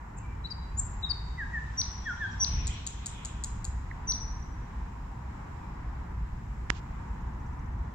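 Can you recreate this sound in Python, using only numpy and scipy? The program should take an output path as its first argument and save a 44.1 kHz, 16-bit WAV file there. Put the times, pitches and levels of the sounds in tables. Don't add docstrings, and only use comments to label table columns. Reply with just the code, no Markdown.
import sys
import numpy as np
from scipy import signal
from scipy.fft import rfft, irfft, next_fast_len
from scipy.io import wavfile
from scipy.ndimage import uniform_filter1d

SR = 44100
rng = np.random.default_rng(int(sys.argv[2]) if len(sys.argv) > 2 else 0)


def decibels_to_gain(level_db):
    exponent = np.asarray(level_db, float) / 20
    return 10 ** exponent


def materialize(psi):
    bounded = np.clip(np.atleast_2d(psi).T, -1, 1)
    quanta = np.round(bounded * 32767).astype(np.int16)
    wavfile.write(sys.argv[1], SR, quanta)


N = 350154
T = np.arange(N) / SR
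HZ = np.maximum(np.fft.rfftfreq(N, 1 / SR), 1)


def along(table, hz):
    f, v = np.transpose(table)
    return np.interp(np.log(hz), np.log(f), v)


def colour(x, db):
    return irfft(rfft(x, N) * decibels_to_gain(db), N)


def unit(x):
    return x / np.sqrt(np.mean(x ** 2))


def walk(rate):
    k = int(SR / rate)
    steps = np.repeat(rng.standard_normal(N // k + 1), k)
    return 1.5 * uniform_filter1d(uniform_filter1d(steps, k), k)[:N]


def ring(x, hz, t60):
    pole = np.exp(2j * np.pi * hz / SR - np.log(1000) / (t60 * SR))
    return signal.lfilter([1], [1, -pole], x).imag


def glides(rows, halfway):
    return [(s, length, first, first + halfway * (last - first), last, db)
            for s, length, first, last, db in rows]


def whistles(notes, swell, close, linger=0):
    # multiple of the whistle, level in dB under it.
    overtones = [(2, -33.5), (4, -48), (7, -49)]
    # frequency in Hz, level in dB.
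    beak = [(3500, -3.5), (7500, -2), (9500, -20), (11500, -3), (13500, -11.5)]
    longest_rise_s = .026
    out = np.zeros(N)
    for s, length, first, middle, last, db in notes:
        i, u = int(s * SR), np.linspace(0, 1, int(length * SR))
        curve = np.polyfit([0, .5, 1], [first, middle, last], 2)
        hz = np.polyval(curve, u - linger * np.sin(2 * np.pi * u) / (2 * np.pi))
        phase = 2 * np.pi * np.cumsum(hz) / SR
        tone = np.sin(phase)
        for k, under_db in overtones:
            level = decibels_to_gain(under_db + along(beak, k * hz))
            tone = tone + level * np.sin(round(k) * phase) * (k * hz < 14000)
        rise = np.sin(np.pi / 2 * np.minimum(u / min(swell, longest_rise_s / length), 1)) ** 2
        fall = np.sin(np.pi / 2 * np.minimum((1 - u) / close, 1))
        out[i:i + len(u)] += (np.sqrt(2) * decibels_to_gain(db + 2.4) * rise * fall * tone)[:N - i]
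    return out


def wood(x, wet_db):
    # frequency in Hz, time to fall 60 dB in seconds, level in dB.
    echoes = [(1500, 0.77, 3.5), (3420, 0.92, 3.5), (4580, 0.73, -7.5), (5230, 0.97, 0), (5800, 0.85, 2.5),
              (7400, 0.56, -2), (9500, 0.56, 6.5), (12000, .25, 0.5)]
    build_up_s = .012
    n = int(1.2 * SR)
    t, f = T[:n], np.maximum(np.fft.rfftfreq(n, 1 / SR), 1)
    patchy_db = 0.94 * np.array([walk(118)[:n], walk(120)[:n]])
    noise = rfft(rng.standard_normal((2, n)) * decibels_to_gain(patchy_db))
    tail = 0
    for k, (hz, t60, db) in enumerate(echoes):
        share = along([(h, float(j == k)) for j, (h, *_) in enumerate(echoes)], f)
        tail = tail + irfft(noise * share, n) * decibels_to_gain(db - 60 * t / t60)
    tail = tail * (1 - np.exp(-t / build_up_s))
    tail = tail * (1 + 2.18 * np.exp(-t / 0.025))
    tail = tail * decibels_to_gain(wet_db) / np.sqrt(SR)
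    return signal.fftconvolve(x[None], tail, axes=1)[:, :N]


def background():
    # time in seconds, load in dB.
    traffic = [(0, -49), (.3, -40.5), (1.0, -39.5), (1.4, -41.5), (1.8, -40.5), (2.1, -43), (2.45, -39.5),
               (2.56, -31.5), (2.9, -44), (3.5, -39), (4.2, -39), (4.7, -41), (5.5, -41.5), (6.2, -39),
               (6.7, -40), (7.2, -39.5), (7.86, -38), (7.94, -47)]
    follow_load = [1.0, .4, .2, 0]
    wander_db = [0.49, 0.87, 0.99, 0.99]
    # frequency in Hz, level in dB per Hz.
    rumble = [(12, -34), (20, -13.5), (43, -5), (62, 1), (74, -8.5), (92, -9), (180, -17.5), (270, -25.5),
              (581, -40.5), (947, -25.5), (1250, -34), (1900, -39), (4000, -61.5), (5200, -89),
              (8800, -120)]
    # frequency in Hz, side minus mid in dB.
    sides = [(30, -15), (60, -38), (125, -17.5), (250, -14), (500, 5), (1000, -3), (2000, 0.5), (8000, 0)]
    # frequency in Hz, level in dB per Hz.
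    hiss = [(2350, -20), (4000, -1), (4240, -5), (5330, -1.5), (6200, -4.5), (7430, -0.5), (8400, -13.5),
            (9440, -16), (12800, -16.5), (15200, -14.5), (16200, -23)]
    s, load = np.transpose(traffic)
    load = np.interp(T, s, load - np.median(load))
    swells = [share * load + db * walk(3.053) for share, db in zip(follow_load, wander_db)]
    swell_s, swell_width_s, swell_db = 2.22, 1.18, 6
    swells[-1] = swells[-1] + swell_db * np.exp(-((T - swell_s) / swell_width_s) ** 2)

    n = next_fast_len(N, real=True)
    f = np.maximum(np.fft.rfftfreq(n, 1 / SR), 1)
    mid, side, left, right = rfft(rng.standard_normal((4, n)))
    mid = mid * decibels_to_gain(along(rumble, f))
    side = side * decibels_to_gain(along(rumble, f) + along(sides, f))
    low = np.array([mid + side, mid - side])
    high = np.array([left * decibels_to_gain(2.2), right]) * decibels_to_gain(along(hiss, f))
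    low = low * decibels_to_gain(-37) / np.std(irfft(low, n))
    high = high * decibels_to_gain(-72.5 + 2.5) / np.std(irfft(high, n))
    both = low + high

    out = 0
    for hz in 20 * 2 ** np.arange(0, 10.1, .5):
        share = np.clip(1 - 2 * np.abs(np.log2(f / hz)), 0, 1)
        follow = [along([(h, float(j == k)) for j, h in enumerate([90, 230, 900, 7000, 9500])], hz)
                  for k in range(4)]
        flicker_db = .6 * walk(7.4)
        db = sum(w * v for w, v in zip(follow, swells) if w) + flicker_db
        out = out + decibels_to_gain(db) * irfft(both * share, n)[:, :N]
    return out


def far_calls():
    # start in seconds, length in seconds, first Hz, last Hz, level in dB.
    short_calls = [(.16, .08, 2490, 2720, -69), (.19, .06, 2920, 2830, -76), (.225, .05, 2400, 2300, -62),
                   (.28, .075, 2380, 2330, -66), (1.585, .018, 3300, 4000, -71),
                   (1.66, .018, 3300, 4200, -69), (1.735, .018, 3200, 4000, -69),
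                   (2.035, .09, 3450, 3190, -59), (2.21, .07, 3520, 3200, -57),
                   (2.285, .065, 3300, 3180, -62), (2.39, .05, 3500, 3100, -64),
                   (4.66, .04, 3200, 2300, -75), (5.6, .09, 2600, 2250, -73), (4.88, .012, 4500, 7500, -73)]
    # start in seconds, level in dB.
    arches = [
        (2.13, -62),
        (2.18, -67),
        (2.31, -59),
    ]
    notes = glides(short_calls, 0.69) + [(s, .03, 4940, 5900, 4720, db) for s, db in arches]
    return whistles(notes, 0.15, 0.5)


def far_warble():
    # time in seconds, level in dB, centre pitch in Hz.
    path = [
        (1.5, -72, 3800),
        (1.8, -59, 3950),
        (2.1, -58, 4300),
        (2.4, -55, 4200),
        (2.55, -47, 3700),
        (2.9, -54.5, 3612),
        (3.1, -54.5, 3400),
        (3.25, -54.5, 2790),
        (3.5, -71, 2700),
    ]
    s, db, hz = np.transpose(path)
    trembling_hz = np.interp(T, s, hz) * (1 + 0.26 * walk(160))
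    phase = 2 * np.pi * np.cumsum(trembling_hz) / SR
    return np.sin(phase) * decibels_to_gain(np.interp(T, s, db, -120, -120) + 1.5 * walk(20))


def far_trill():
    start_s, period_s, count = 6.874, .0648, 17
    beats = start_s + period_s * np.arange(count)
    fade_db = -75 - 24 * (beats - 7.55) ** 2 + 1.5 * rng.standard_normal(count)
    notes = [(s, .016, 5100, 5900, 6800, db) for s, db in zip(beats, fade_db)]
    notes += [(s + 0.016, .011, 6300, 6800, 7400, db - 2) for s, db in zip(beats[:-1], fade_db[::-1])]
    return whistles(notes, 0.61, 0.33)


def far_birds():
    # start in seconds, length in seconds, first Hz, middle Hz, last Hz, level in dB.
    chirp = [
        (3.909, 0.0096, 2400, 1996, 1540, -40),
    ]
    calls, warble, trill = far_calls(), far_warble(), far_trill()
    direct = calls * decibels_to_gain(np.array([[-3.5], [-1.5]])) + trill * decibels_to_gain(np.array([[-5.0], [3.0]]))
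    direct = direct + whistles(chirp, 0.64, 0.53) * decibels_to_gain(np.array([[-4.0], [2.5]]))
    return direct + wood(decibels_to_gain(-2.0) * calls + warble + decibels_to_gain(-4) * trill, 9.0)


def tinks():
    # plunge time in seconds, whistle length in seconds, bottom Hz, whistle dB, plunge dB.
    calls = [
        (1.811, 0.042, 5700, -28.5, -24.5),
        (2.442, .049, 5730, -26.5, -23),
        (4.117, .041, 5800, -28, -28.5),
    ]
    notes = []
    for s, length, low_hz, db, plunge_db in calls:
        notes += [(s - length, length, low_hz + 377, low_hz, 6050, db),
                  (s - 0.0044, 0.0089, 5760, 6173, 5960, db - 6.5),
                  (s, .007, 5700, 5070, 3700, plunge_db)]
    return notes


def rattle():
    # start in seconds, first peak in dB, second peak in dB.
    beats = [
        (2.6701, -24, -23),
        (2.8659, -23, -21),
        (3.0596, -24, -23),
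        (3.2490, -26, -26),
        (3.4376, -22, -23),
        (3.6440, -28, -25),
    ]
    # multiple of its centre pitch, level in dB, share of fall each way.
    throat = [(.36, -24, .3), (.6, -10, .36), (1.0, 0, .16), (1.45, -33, .2), (1.85, -35, .13)]
    # delay in seconds, level in dB.
    branches = [(.0015, -5), (.0033, -8), (.0098, -15), (.016, -17)]
    click_s, gap_s, click_hz = .0024, .0064, (7080, 6930)
    out, u = np.zeros(N), np.linspace(0, 1, round(click_s * SR))
    clicks = [(s + k * gap_s, db, click_hz[k]) for s, *pair in beats for k, db in enumerate(pair)]
    for (s, db, hz), grit in zip(clicks, rng.standard_normal((len(clicks), 16))):
        click = 0
        for j, (k, level_db, fall) in enumerate(throat):
            phase = 2 * np.pi * np.cumsum(k * hz * (1 + fall * (1 - 2 * u))) / SR
            click = click + decibels_to_gain(level_db + 1.5 * grit[j]) * np.sin(phase + 3 * grit[j + 5])
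        ragged_db = 2.5 * np.interp(u, np.linspace(0, 1, 6), grit[10:])
        click = click * np.sin(np.pi * u ** .75) ** 2 * decibels_to_gain(ragged_db)
        out[int(s * SR):][:len(u)] += decibels_to_gain(db + 1.5) * click / np.abs(click).max()
    return out + sum(decibels_to_gain(db) * np.roll(out, int(d * SR)) for d, db in branches)


def nightingale():
    # start in seconds, length in seconds, first Hz, last Hz, level in dB.
    flicks = [
        (.161, 0.03, 7150, 7720, -52),
        (.176, .016, 7600, 6330, -54),
        (.464, .012, 4000, 4600, -48.5),
        (.507, 0.00099, 8100, 5500, -51.5),
        (.766, 0.034, 6800, 7600, -33),
        (.783, 0.022, 7560, 7504, -30),
        (.789, .013, 7660, 6440, -34),
        (1.057, 0.01, 3860, 4340, -55),
        (1.783, .0018, 8400, 6640, -52.5),
        (4.069, .017, 6340, 5730, -37),
    ]
    slurs = [
        (.438, 0.028, 4000, 3950, -37),
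        (.498, .03, 5300, 4555, -35.5),
        (1.021, 0.035, 4070, 3715, -31),
        (1.089, 0.033, 5240, 4435, -25.5),
    ]
    flutes = [
        (1.372, 0.074, 2030, 1595, -39),
        (1.524, 0.068, 1920, 1740, -37),
        (2.048, .08, 1900, 1389, -36.5),
        (2.195, .074, 1820, 1550, -35.5),
    ]
    # frequency in Hz, left minus right in dB.
    shade = [(1500, 0), (2500, 2), (3200, 10), (3800, 8), (4650, 15), (5200, 12), (5600, 2), (7300, 4),
             (12000, 2)]
    # frequency in Hz, milliseconds by which left is late.
    lag = [(1500, 0), (3000, .18), (5150, .18), (5550, -.045), (7600, -.04), (9000, 0)]
    song = glides(slurs, 0.68) + glides(flicks, 0.46) + tinks()
    voice = whistles(song, .72, .13) + rattle()
    voice = voice + whistles(glides(flutes, .56), 0.33, 0.2, linger=.8)
    earlier = np.exp(2j * np.pi * HZ * along(lag, HZ) / 1000)
    right = irfft(rfft(voice) * decibels_to_gain(-along(shade, HZ)) * earlier, N)
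    return np.array([voice, right]) + wood(voice, 2.6) * decibels_to_gain(np.array([[.8], [-1.2]]))


def snap():
    snap_s, snap_db = 6.70255, -.3
    hit = np.zeros(N)
    slips = [(-.0046, -29), (-.0029, -26), (-.0023, -24), (-.0005, -16), (0, -3.5), (.0006, -15), (.001, -21)]
    for lead, db in slips:
        hit[int((snap_s + lead) * SR)] = -decibels_to_gain(db)
    soften = signal.butter(2, 12000, fs=SR, output="sos")
    push = signal.sosfilt(soften, np.convolve(hit, np.hanning(7), "same"))

    crack = ring(push, 2300, 0.0017) + decibels_to_gain(-6.5) * ring(push, 5550, 0.0011)
    crack = crack + decibels_to_gain(-36) * ring(push, 260, 0.0075)
    right = crack * decibels_to_gain(snap_db) / np.abs(crack).max()
    dull = ring(push, 790, 0.0013) + decibels_to_gain(-32) * ring(push, 250, 0.007)
    dull = dull + decibels_to_gain(-31.0) * ring(push, 6100, 0.00092)
    left = np.roll(dull * decibels_to_gain(snap_db - 15.5) / np.abs(dull).max(), 26)

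    gate = np.interp(T - snap_s, [0, .004, .03, .075, .085, .1], [0, 0.93, 0.68, 1.0, 0.96, 0.021])
    leaf_db = along([(900, -31), (2500, 22), (7500, 12), (8600, -39)], HZ)
    rustle = np.array([unit(colour(rng.standard_normal(N), leaf_db)) for _ in range(2)])
    rustle_db = 2.4 * walk(150) + np.array([[-61], [-53]])
    return np.array([left, right]) + rustle * gate * decibels_to_gain(rustle_db)


def scene():
    return background() + far_birds() + nightingale() + snap()


def band_limit(x):
    return signal.sosfilt(signal.butter(12, 16310, fs=SR, output="sos"), x)


def record(dry):
    return band_limit(dry)


dry = scene()
out = record(dry)
materialize(out)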